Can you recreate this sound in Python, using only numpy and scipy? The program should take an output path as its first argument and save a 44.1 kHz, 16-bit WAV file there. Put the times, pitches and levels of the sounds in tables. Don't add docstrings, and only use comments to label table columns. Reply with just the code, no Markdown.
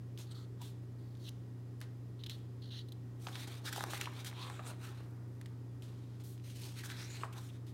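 import sys
import numpy as np
from scipy import signal
from scipy.fft import rfft, irfft, next_fast_len
from scipy.io import wavfile
from scipy.ndimage import map_coordinates

SR = 44100
rng = np.random.default_rng(int(sys.argv[2]) if len(sys.argv) > 2 else 0)


def digitize_waveform(pressure):
    field = np.atleast_2d(pressure).T
    bounded = np.clip(field, -1, 1)
    quanta = np.round(bounded * 32767).astype(np.int16)
    wavfile.write(sys.argv[1], SR, quanta)


N = 340893
TIME = np.arange(N) / SR

# start/s, length/s, swish level/dB, edge hiss level/dB,
# pitch of the gap halfway through/Hz, tilt/dB per octave
SLIDES = [(3.221, 0.081, -64.5, -60.5, 1180, 3), (3.325, 0.04, -57.5, -64, 1790, 7),
          (3.372, 0.069, -51.5, -55.5, 1910, 2), (3.484, 0.097, -58, -62, 1160, 2),
          (3.653, 0.04, -49.5, -48.5, 1690, 14), (3.727, 0.01, -47.5, -56, 1680, -7),
          (3.734, 0.1, -52.5, -53.5, 1730, 6), (3.877, 0.067, -56, -55.5, 1370, 1),
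          (3.936, 0.048, -48.5, -54, 2110, -5.5), (4.003, 0.047, -48.5, -52.5, 1370, 2),
          (4.138, 0.1, -57.5, -63.5, 1150, 3), (4.263, 0.033, -50.5, -51.5, 1830, 1),
          (4.352, 0.12, -53.5, -67, 3500, 1), (4.47, 0.15, -61, -74, 1190, -4),
          (4.649, 0.077, -58, -65, 1300, 0), (4.82, 0.077, -56.5, -61.5, 1410, -5),
          (4.9, 0.14, -68.5, -78, 1310, 1), (6.448, 0.079, -61, -61, 2470, 3.5),
          (6.548, 0.042, -61.5, -61.5, 2500, 5), (6.614, 0.11, -58, -58.5, 2650, 6),
          (6.77, 0.044, -52, -56, 2240, -2), (6.845, 0.034, -57, -55, 1820, -6),
          (6.894, 0.025, -55, -55.5, 1750, 1), (6.933, 0.12, -53.5, -60.5, 1960, -1.5),
          (7.088, 0.15, -58, -65.5, 2260, 1), (7.358, 0.036, -60.5, -63, 1250, 7),
          (7.387, 0.12, -68, -65, 1800, -2), (7.536, 0.038, -71, -73, 1820, 0)]
# f/Hz, level/dB
SCUFFED_PAPER = [(300, -30), (900, -11.5), (1700, -12.5), (2300, -11), (3700, -2.5), (5000, -6.5),
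                 (9500, -6), (10700, -8.5), (12500, -6.5), (15500, -12.5)]


def turning_sheets():
    # t/s, level/dB
    bend_curves = [
        [(3.05, -76), (3.23, -72), (3.29, -60), (3.55, -60.5), (3.62, -65.5), (3.79, -52), (4.04, -57.5),
         (4.3, -61.5), (4.42, -57), (4.62, -65), (4.71, -53.5), (4.77, -72), (4.84, -61), (5.0, -66),
         (5.9, -79.5)],
        [(6.55, -92), (6.65, -60.5), (6.78, -76), (6.94, -63.5), (7.12, -69), (7.22, -60.5), (7.25, -59),
         (7.31, -74), (7.38, -52), (7.43, -77), (7.7, -75)],
    ]
    # f/Hz, level/dB
    flex_colour = [(150, -28), (330, 6), (560, -4.5), (860, 1.5), (1400, -4), (2200, -10), (4000, -44)]
    # f/Hz, level/dB
    edge_colour = [(3500, -10), (6000, 2), (7500, -0.5), (9700, 1), (10600, -6.5), (12500, -2.5),
                   (15500, -9.5)]
    drag_db, drag_edge_db, slide_bends_db = 1, -14, -17.5
    tick_db = -17

    bend = 0
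    for turn in bend_curves:
        times, levels = np.transpose(turn)
        bend = bend + from_db(np.interp(TIME, times, levels, left=-200, right=-200))
    sliding, edge_on = 0, 0
    for start, length, swish_db, edge_db, _, _ in SLIDES:
        gain = slide_stroke(start, length)
        sliding = sliding + from_db(swish_db) * gain
        edge_on = edge_on + from_db(edge_db) * gain
    flex = np.hypot(bend, from_db(slide_bends_db) * sliding)
    slide = np.hypot(sliding, from_db(drag_db) * bend)
    edge = np.hypot(edge_on, from_db(drag_edge_db) * bend)

    grain = friction(slips_per_s=2500, spread_db=-0.5, smooth_db=0.5)
    grain = grain * from_db(2.1 * drift(47))
    crumple = friction(slips_per_s=770, spread_db=6.5, smooth_db=0.0)
    body = flex * page_gap(coloured(crumple, flex_colour), lag_ms=4.17, swing=0.16, echo=0.32)
    swish = swishes(grain, echo=0.42, closing=0.15)
    hiss = edge * page_gap(coloured(grain, edge_colour), lag_ms=0.588, swing=0.437, echo=0.38)
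    return body + swish + hiss + from_db(tick_db) * slide * creases()


def swishes(grain, echo, closing):
    # f/Hz, level/dB
    slide_colour = [(700, -23), (1300, 9), (1700, 6.5), (2400, 8.5), (4000, 9.5), (5000, -4), (6000, -15),
                    (9000, -52)]
    out = np.zeros(N)
    for start, length, db, _, gap_hz, tilt_db in SLIDES:
        span = slice(int((start - length) * SR), int((start + 2 * length) * SR))
        t = TIME[span]
        tilted = [(hz, level + tilt_db * np.log2(hz)) for hz, level in slide_colour]
        swish = rms_one(coloured(grain[span], tilted))
        progress = np.clip((t - start) / length - .5, -1, 1)
        lag_s = np.exp(-closing * progress) / gap_hz
        mirrored = np.interp(t - lag_s, t, swish)
        out[span] += from_db(db) * slide_stroke(start, length)[span] * (swish + echo * mirrored)
    return out / np.hypot(1, echo)


def creases():
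    ticks_per_s, spread_db, fade_s = 70, -1, 0.0015
    born = rng.random(N) < ticks_per_s / SR
    sizes = from_db(spread_db * np.minimum(rng.exponential(1, N), 2))
    bursts = signal.lfilter([1], [1, -np.exp(-1 / (fade_s * SR))], born * sizes + 1e-18)
    return rms_one(coloured(bursts * rng.standard_normal(N), SCUFFED_PAPER))


def air_pockets():
    # start/s, length/s, level/dB, resonance from f/Hz, to f/Hz, sharpness Q [no unit]
    pockets = [(0.196, 0.032, -61, 6700, 6440, 10), (0.304, 0.14, -68, 1330, 1250, 7),
               (0.31, 0.017, -63, 8300, 8300, 7), (0.347, 0.094, -72, 7300, 6970, 4),
               (0.604, 0.025, -59, 915, 930, 9.1), (0.61, 0.072, -62, 3400, 3800, 6.4),
               (1.217, 0.073, -67, 6120, 5730, 6), (2.716, 0.06, -71, 1780, 2005, 6),
               (3.66, 0.015, -49, 3740, 3700, 11), (3.659, 0.036, -46.5, 1575, 1590, 3.6),
               (4.378, 0.12, -55.5, 980, 1145, 8.6), (4.402, 0.045, -53, 4150, 3700, 6.9),
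               (4.426, 0.17, -64, 9070, 7300, 6), (4.662, 0.041, -52, 7700, 9120, 5.6),
               (4.682, 0.04, -55, 606, 588, 2.2), (6.619, 0.082, -64, 4140, 5180, 5.4),
               (6.765, 0.1, -63.5, 2240, 1693, 4.8), (6.892, 0.044, -53, 1554, 1660, 6),
               (6.897, 0.053, -58, 3730, 4200, 9), (6.98, 0.082, -55, 5000, 5680, 7.5),
               (7.095, 0.058, -56.5, 6800, 7100, 16), (7.103, 0.088, -59.5, 3940, 4190, 14),
               (7.182, 0.077, -62.5, 7730, 8300, 8.7), (7.236, 0.017, -54, 897, 797, 3.3),
               (7.251, 0.17, -71, 1304, 992, 2.6)]
    grain = friction(slips_per_s=3300, spread_db=4.0, smooth_db=0.0)
    out = np.zeros(N)
    for start, length, db, from_hz, to_hz, sharpness in pockets:
        ringing = rms_one(signal.lfilter(*signal.iirpeak(from_hz, sharpness, fs=SR), grain))
        speed = np.interp(TIME, [start, start + length], [1, to_hz / from_hz])
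        gliding = np.interp(np.cumsum(speed) / SR, TIME, ringing)
        out += from_db(db) * slide_stroke(start, length) * gliding
    return out


def snaps_and_clicks(crack_lead, flutter_s, flutter_db, glide):
    # t/s, thump level/dB, thump f/Hz,
    # extra level of the top mode/dB, crack level/dB, crack rise/s
    snap_list = [(.176, -38.5, 3200, -6, -38, .0015), (0.616, -46, 930, -4, -36, .002),
                 (1.152, -51.5, 3200, -10, -54, .001), (1.171, -54, 4300, -6, -52, .001),
                 (1.2915, -51, 3700, -8, -33, .0014), (1.804, -60, 3000, 0, -39, .0012),
                 (1.814, -35, 1850, 7, -28, .0007), (2.2374, -37.5, 2970, -12, -47, .0005),
                 (2.2635, -44, 2900, -12, -53, .0005), (2.2964, -29.5, 3150, -15, -27, .0006),
                 (3.2697, -31.5, 3300, -21, -55, .001), (3.285, -35, 1420, -5, -40, .0008),
                 (3.3551, -31, 1850, 12, -43, .001), (3.475, -46, 930, -1, -35, .0005),
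                 (3.484, -49, 620, -3, -39, .0006), (3.727, -32, 1650, -12, -25.5, 0.0033),
                 (3.761, -29.5, 835, 3, -27, 0.0015), (3.78, -31, 740, -4, -31, .001),
                 (3.8074, -25.5, 810, 7, -30, 0.0013), (3.8384, -25, 870, 3, -21.5, 0.00094),
                 (3.9338, -25, 860, 2.5, -30, 0.0012), (3.953, -37, 2000, -7, -43, .001),
                 (4.012, -23, 2310, -11, -19, .0014), (4.018, -32, 1210, 0, -44, .001),
                 (4.057, -27, 2570, -12, -27, .0004), (4.069, -39, 800, -8, -52, .001),
                 (4.0726, -29.5, 1020, -14, -57, .001), (4.246, -41, 1800, -3, -31, 0.0035),
                 (4.313, -42, 1210, 14, -46, .001), (4.328, -41.5, 980, 9, -50, .001),
                 (4.4994, -33.5, 980, 4, -37, .001), (5.413, -41.5, 1810, -1, -40, 0.0019),
                 (5.459, -41, 1900, 3, -43, 0.0028), (5.8225, -42, 3130, -10, -40, 0.0013),
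                 (6.378, -49, 3400, -10, -56, 0.0025), (6.398, -49, 2600, -4, -54, .001),
                 (6.635, -37, 3900, -14, -48, .002), (6.8365, -37.5, 1650, -8, -44, .0006),
                 (6.901, -34, 1600, 8, -38, .0015)]
    # multiple of the thump pitch [no unit], level/dB,
    # time to fade by 60 dB [cycles]
    sheet_modes = [(.6, -21, 4.5), (1.0, -3, 7.4), (1.9, -2.5, 4.8)]
    thumps, cracks = np.zeros(N), np.zeros(N)
    t = TIME[:SR // 10]
    for s, thump_db, hz, overtones_db, crack_db, crack_s in snap_list:
        ring = 0
        for k, (multiple, db, cycles) in enumerate(sheet_modes):
            detune = np.exp(0.031 * rng.standard_normal())
            turns = hz * multiple * detune * t
            swell = (1 - np.exp(-turns ** 2)) * np.exp(-np.log(1000) * turns / cycles)
            chirp = glide * (1 - np.exp(-turns / 2))
            level = from_db(db + overtones_db * (k > 1))
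            ring = ring + level * swell * np.sin(2 * np.pi * (turns + chirp))
        ring = band_pass(ring, 2, .5 * hz, min(3.6 * hz, SR / 3))
        flutter = rms_one(band_pass(rng.standard_normal(len(t)), 2, 0.59 * hz, min(1.71 * hz, SR / 3)))
        flutter = flutter * np.exp(-t / flutter_s)
        thump = ring / np.abs(ring).max() + from_db(flutter_db) * flutter
        add(thumps, s, from_db(thump_db - 4) * thump)
        add(cracks, s - crack_lead * crack_s, from_db(crack_db) * burst(t, crack_s))
    bright = band_pass(rng.standard_normal(N), 1, 2200, 9000)
    return thumps + from_db(-16.0) * cracks * rms_one(bright)


def sheet_pops(rise_s, sag, sag_s, ring_db, ring_s, slap_hz, slap_s):
    # t/s, level/dB, final pitch f/Hz,
    # slap level against the pop/dB
    pop_list = [(3.268, -37, 732, -9), (4.5928, -38, 770, -11), (7.2340, -30, 782, -12.5)]
    t, out = TIME[:SR // 10], np.zeros(N)
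    for s, db, hz, slap_db in pop_list:
        pitch = hz * (1 + sag * np.exp(-t / sag_s))
        swell = burst(t, rise_s) + 0.23 * (1 - np.exp(-t / rise_s)) * np.exp(-t / 0.017)
        pop = swell * np.sin(2 * np.pi * np.cumsum(pitch) / SR)
        slap_turns = slap_hz * t * np.exp(0.15 * np.exp(-t / slap_s))
        slap = burst(t, slap_s) * np.sin(2 * np.pi * slap_turns)
        wobble = rms_one(band_pass(rng.standard_normal(len(t)), 2, 0.83 * hz, 1.7 * hz))
        wobble = wobble * (1 - np.exp(-t / rise_s)) * np.exp(-t / ring_s)
        add(out, s, from_db(db) * (pop + from_db(slap_db) * slap + from_db(ring_db) * wobble))
    return out


def scuffs(onset_s, release_s, fade_db):
    # start/s, length/s, level/dB, tilt/dB per octave
    scuff_list = [(0.183, 0.043, -54.5, -3), (0.612, 0.074, -58, -2), (1.812, 0.025, -55, -6.5),
                  (2.298, 0.094, -68.5, -4), (3.472, 0.01, -48, -4), (5.826, 0.039, -61.5, -4),
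                  (5.878, 0.29, -69, -6.5), (6.198, 0.023, -62.5, -4), (6.236, 0.1, -60.5, 2),
                  (6.833, 0.026, -51, -3), (7.325, 0.011, -56, -1.5), (7.664, 0.04, -62.5, -4)]
    grain = coloured(friction(slips_per_s=2300, spread_db=-3.5, smooth_db=4.0), SCUFFED_PAPER)
    out = np.zeros(N)
    for start, length, db, tilt_db in scuff_list:
        gain = stroke(length, onset_s, min(release_s, length / 2), fade_db)
        piece = np.roll(grain, -int(start * SR))[:len(gain)]
        f = np.maximum(np.fft.rfftfreq(len(gain), 1 / SR), 100)
        tilted = irfft(rfft(piece) * from_db(tilt_db * np.log2(f)), len(gain))
        add(out, start, from_db(db) * gain * rms_one(tilted))
    return out


def finger_rubs(slip_fade_db):
    # start/s, length/s, level/dB, change over the stroke/dB,
    # resonance from f/Hz, to f/Hz, stutter depth [0-1], hiss level against the squeak/dB
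    drags = [(0.258, 0.051, -68, -4, 4500, 4400, .9, -14), (0.305, 0.028, -57, -3, 4500, 4300, 0.4, -17),
             (0.344, 0.11, -60, -10, 4450, 4350, 0.15, -12), (0.979, 0.27, -78, -1, 4600, 4410, 0.4, -6),
             (1.193, 0.047, -72.5, 7, 4490, 4400, .1, -10),
             (1.239, 0.051, -61.5, 10.5, 4290, 3950, 0.2, -12),
             (2.19, 0.037, -61, -8, 4180, 4100, 0.2, -18), (2.283, 0.0073, -65, 4, 4030, 4050, .3, -15),
             (2.294, 0.066, -45.5, -19, 4190, 4210, .2, -13), (2.617, 0.081, -59, -6, 4320, 4310, .35, -20),
             (2.704, 0.09, -55, 4, 4000, 4190, 0.1, -23), (2.792, 0.032, -53, -10, 4260, 4320, 0.2, -21),
             (7.325, 0.016, -59, -1, 3070, 3060, .3, -15), (7.486, 0.019, -61, -2, 3630, 3600, 0.1, -18)]
    # t/s, length/s, level/dB, hiss level against the squeak/dB
    jumps = [(2.236, 0.0092, -48.5, -14), (2.262, 0.0099, -44.5, -14), (2.885, 0.0095, -59, -6),
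             (2.92, 0.0085, -52.5, -4)]
    # f/Hz, level/dB
    squeak_colour = [(600, -46), (1300, -13), (1900, -11.5), (2300, -19), (2900, -0.5), (4150, 6),
                     (4750, -9), (6700, -15), (7600, -40), (9400, -17), (11000, -42), (15500, -34)]
    # f/Hz, level/dB
    hiss_colour = [(5000, -17), (8000, -11), (9400, -9.5), (10600, -12), (12500, -8), (15500, -14)]
    slips = friction(slips_per_s=1000, spread_db=3.5, smooth_db=11.5)
    squeak = rms_one(coloured(slips, squeak_colour))
    hiss = rms_one(coloured(slips, hiss_colour))
    peak_hz = max(squeak_colour, key=lambda point: point[1])[0]
    stutters_per_s = 57 * np.exp(.25 * drift(30.4))
    stutter = np.cos(2 * np.pi * np.cumsum(stutters_per_s) / SR)
    out = np.zeros(N)
    for start, length, db, change_db, from_hz, to_hz, depth, hiss_db in drags:
        gain = stroke(length, onset_s=0.0027, release_s=0.0021, change_db=change_db)
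        span = slice(int(start * SR), int(start * SR) + len(gain))
        speed = np.interp(TIME[span], [start, start + length], [from_hz, to_hz]) / peak_hz
        gliding = map_coordinates(squeak[span.start:][:2 * len(gain)], [np.cumsum(speed)], order=3)
        rub = (gliding + from_db(hiss_db) * hiss[span]) * (1 + depth * stutter[span])
        add(out, start, from_db(db) * gain * rms_one(rub))
    for start, length, db, hiss_db in jumps:
        gain = stroke(length, onset_s=0.00082, release_s=0.0011, change_db=slip_fade_db)
        jump = (squeak + from_db(hiss_db) * hiss)[int(start * SR):][:len(gain)]
        add(out, start, from_db(db) * gain * jump)
    return out


def room(x):
    t60_s, first_echo_s = 0.56, .004
    t = TIME[:SR // 2]
    tail = rng.standard_normal(len(t)) * np.exp(-np.log(1000) * t / t60_s) * (t > first_echo_s)
    tail = tail / np.sqrt(np.sum(tail ** 2))
    tail = signal.sosfilt(signal.butter(1, 5000, fs=SR, output="sos"), tail)
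    return signal.fftconvolve(x, tail)[:N]


def background():
    # f/Hz, rms level/dB, wander of the pitch/Hz
    hum_lines = [(59.7, -74.5, 0.35), (91.9, -62, 0.66), (119.5, -47, 0.059), (183.7, -65.5, 1.01),
                 (257.1, -64.5, 0.625), (288.8, -67, 1.62), (315.6, -72.5, 0.68), (427.5, -81, 1.81),
                 (547, -82.5, 1.7), (809, -90.5, 1.6), (1071, -88.5, 0.58), (1893, -85, 5.8),
                 (4980, -89.5, 14)]
    # f/Hz, level in each 1 Hz of width/dB
    rush_colour = [(25, -99.6), (45, -91), (70, -84), (150, -84), (260, -85), (380, -83), (520, -95),
                   (800, -100.3), (1300, -104.7), (2500, -112.1), (4500, -114.4), (9000, -119.4),
                   (15000, -122.8)]
    hum = 0
    for hz, db, wander_hz in hum_lines:
        turns = np.cumsum(hz + wander_hz * drift(4.36)) / SR + rng.random()
        hum = hum + from_db(db) * np.sqrt(2) * np.sin(2 * np.pi * turns)
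    return hum + coloured(rng.standard_normal(N) * np.sqrt(SR / 2), rush_colour)


def friction(slips_per_s, spread_db, smooth_db):
    clumping = from_db(3 * drift(40))
    born = rng.random(N) < slips_per_s * clumping / SR
    sizes = from_db(spread_db * np.minimum(rng.exponential(1, N), 4)) * rng.choice([-1, 1], N)
    return rms_one(rms_one(born * sizes) + from_db(smooth_db) * rng.standard_normal(N))


def page_gap(x, lag_ms, swing, echo):
    lag = lag_ms * SR / 1000 * np.exp(swing * drift(1.5))
    mirrored = np.interp(np.arange(N) - lag, np.arange(N), x)
    return rms_one(x + echo * mirrored)


def slide_stroke(start, length):
    ease = 0.0018 + 0.13 * length
    gain, span = np.zeros(N), slice(int((start - length) * SR), int((start + 2 * length) * SR))
    t = TIME[span]
    gain[span] = 1 / (1 + np.exp((start - t) / ease) + np.exp((t - start - length) / ease))
    return gain


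def stroke(length, onset_s, release_s, change_db):
    t = TIME[:int((length + .05) * SR)]
    gate = (1 - np.exp(-t / onset_s)) * np.exp(-np.maximum(t - length, 0) / release_s)
    return gate * from_db(change_db * np.minimum(t / length, 1))


def burst(t, rise_s):
    return (t / rise_s * np.exp(1 - t / rise_s)) ** 2


def drift(rate):
    step = 40
    r = np.exp(-2 * np.pi * rate * step / SR)
    slow = signal.lfilter([1], [1, -2 * r, r * r], rng.standard_normal(N // step + 2002))[2000:]
    return np.interp(np.arange(N) / step, np.arange(len(slow)), rms_one(slow))


def coloured(x, spectrum):
    hz, db = np.transpose(spectrum)
    size = next_fast_len(len(x))
    octave = np.log2(np.maximum(np.fft.rfftfreq(size, 1 / SR), 1))
    outside = np.abs(octave - np.clip(octave, np.log2(hz[0]), np.log2(hz[-1])))
    gain = from_db(np.interp(octave, np.log2(hz), db) - 20 * outside)
    return irfft(rfft(x, size) * gain, size)[:len(x)]


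def band_pass(x, order, low_hz, high_hz):
    return signal.sosfilt(signal.butter(order, [low_hz, high_hz], "band", fs=SR, output="sos"), x)


def from_db(db):
    return 10 ** (np.asarray(db) / 20)


def rms_one(x):
    return x / np.sqrt(np.mean(x ** 2) + 1e-20)


def add(track, s, sound):
    at = int(s * SR)
    track[at:at + len(sound)] += sound[:N - at]


def scene():
    paper_room_db, rub_room_db = -9, -15
    rubs = finger_rubs(slip_fade_db=-9.5)
    rustle = turning_sheets() + air_pockets() + scuffs(onset_s=0.0022, release_s=0.028, fade_db=-4.5)
    snapping = snaps_and_clicks(crack_lead=0.4, flutter_s=0.008, flutter_db=-15.0, glide=0.057)
    pops = sheet_pops(rise_s=0.00094, sag=0.81, sag_s=0.0032, ring_db=-6, ring_s=0.01,
                      slap_hz=2570, slap_s=0.0011)
    paper = rustle + snapping + pops
    echoes = room(from_db(paper_room_db) * paper + from_db(rub_room_db) * rubs)
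    return (paper + rubs + echoes + background())[None]


def record(dry):
    return signal.sosfilt(signal.ellip(10, .1, 70, 15900, fs=SR, output="sos"), dry)


dry = scene()
out = record(dry)
digitize_waveform(out)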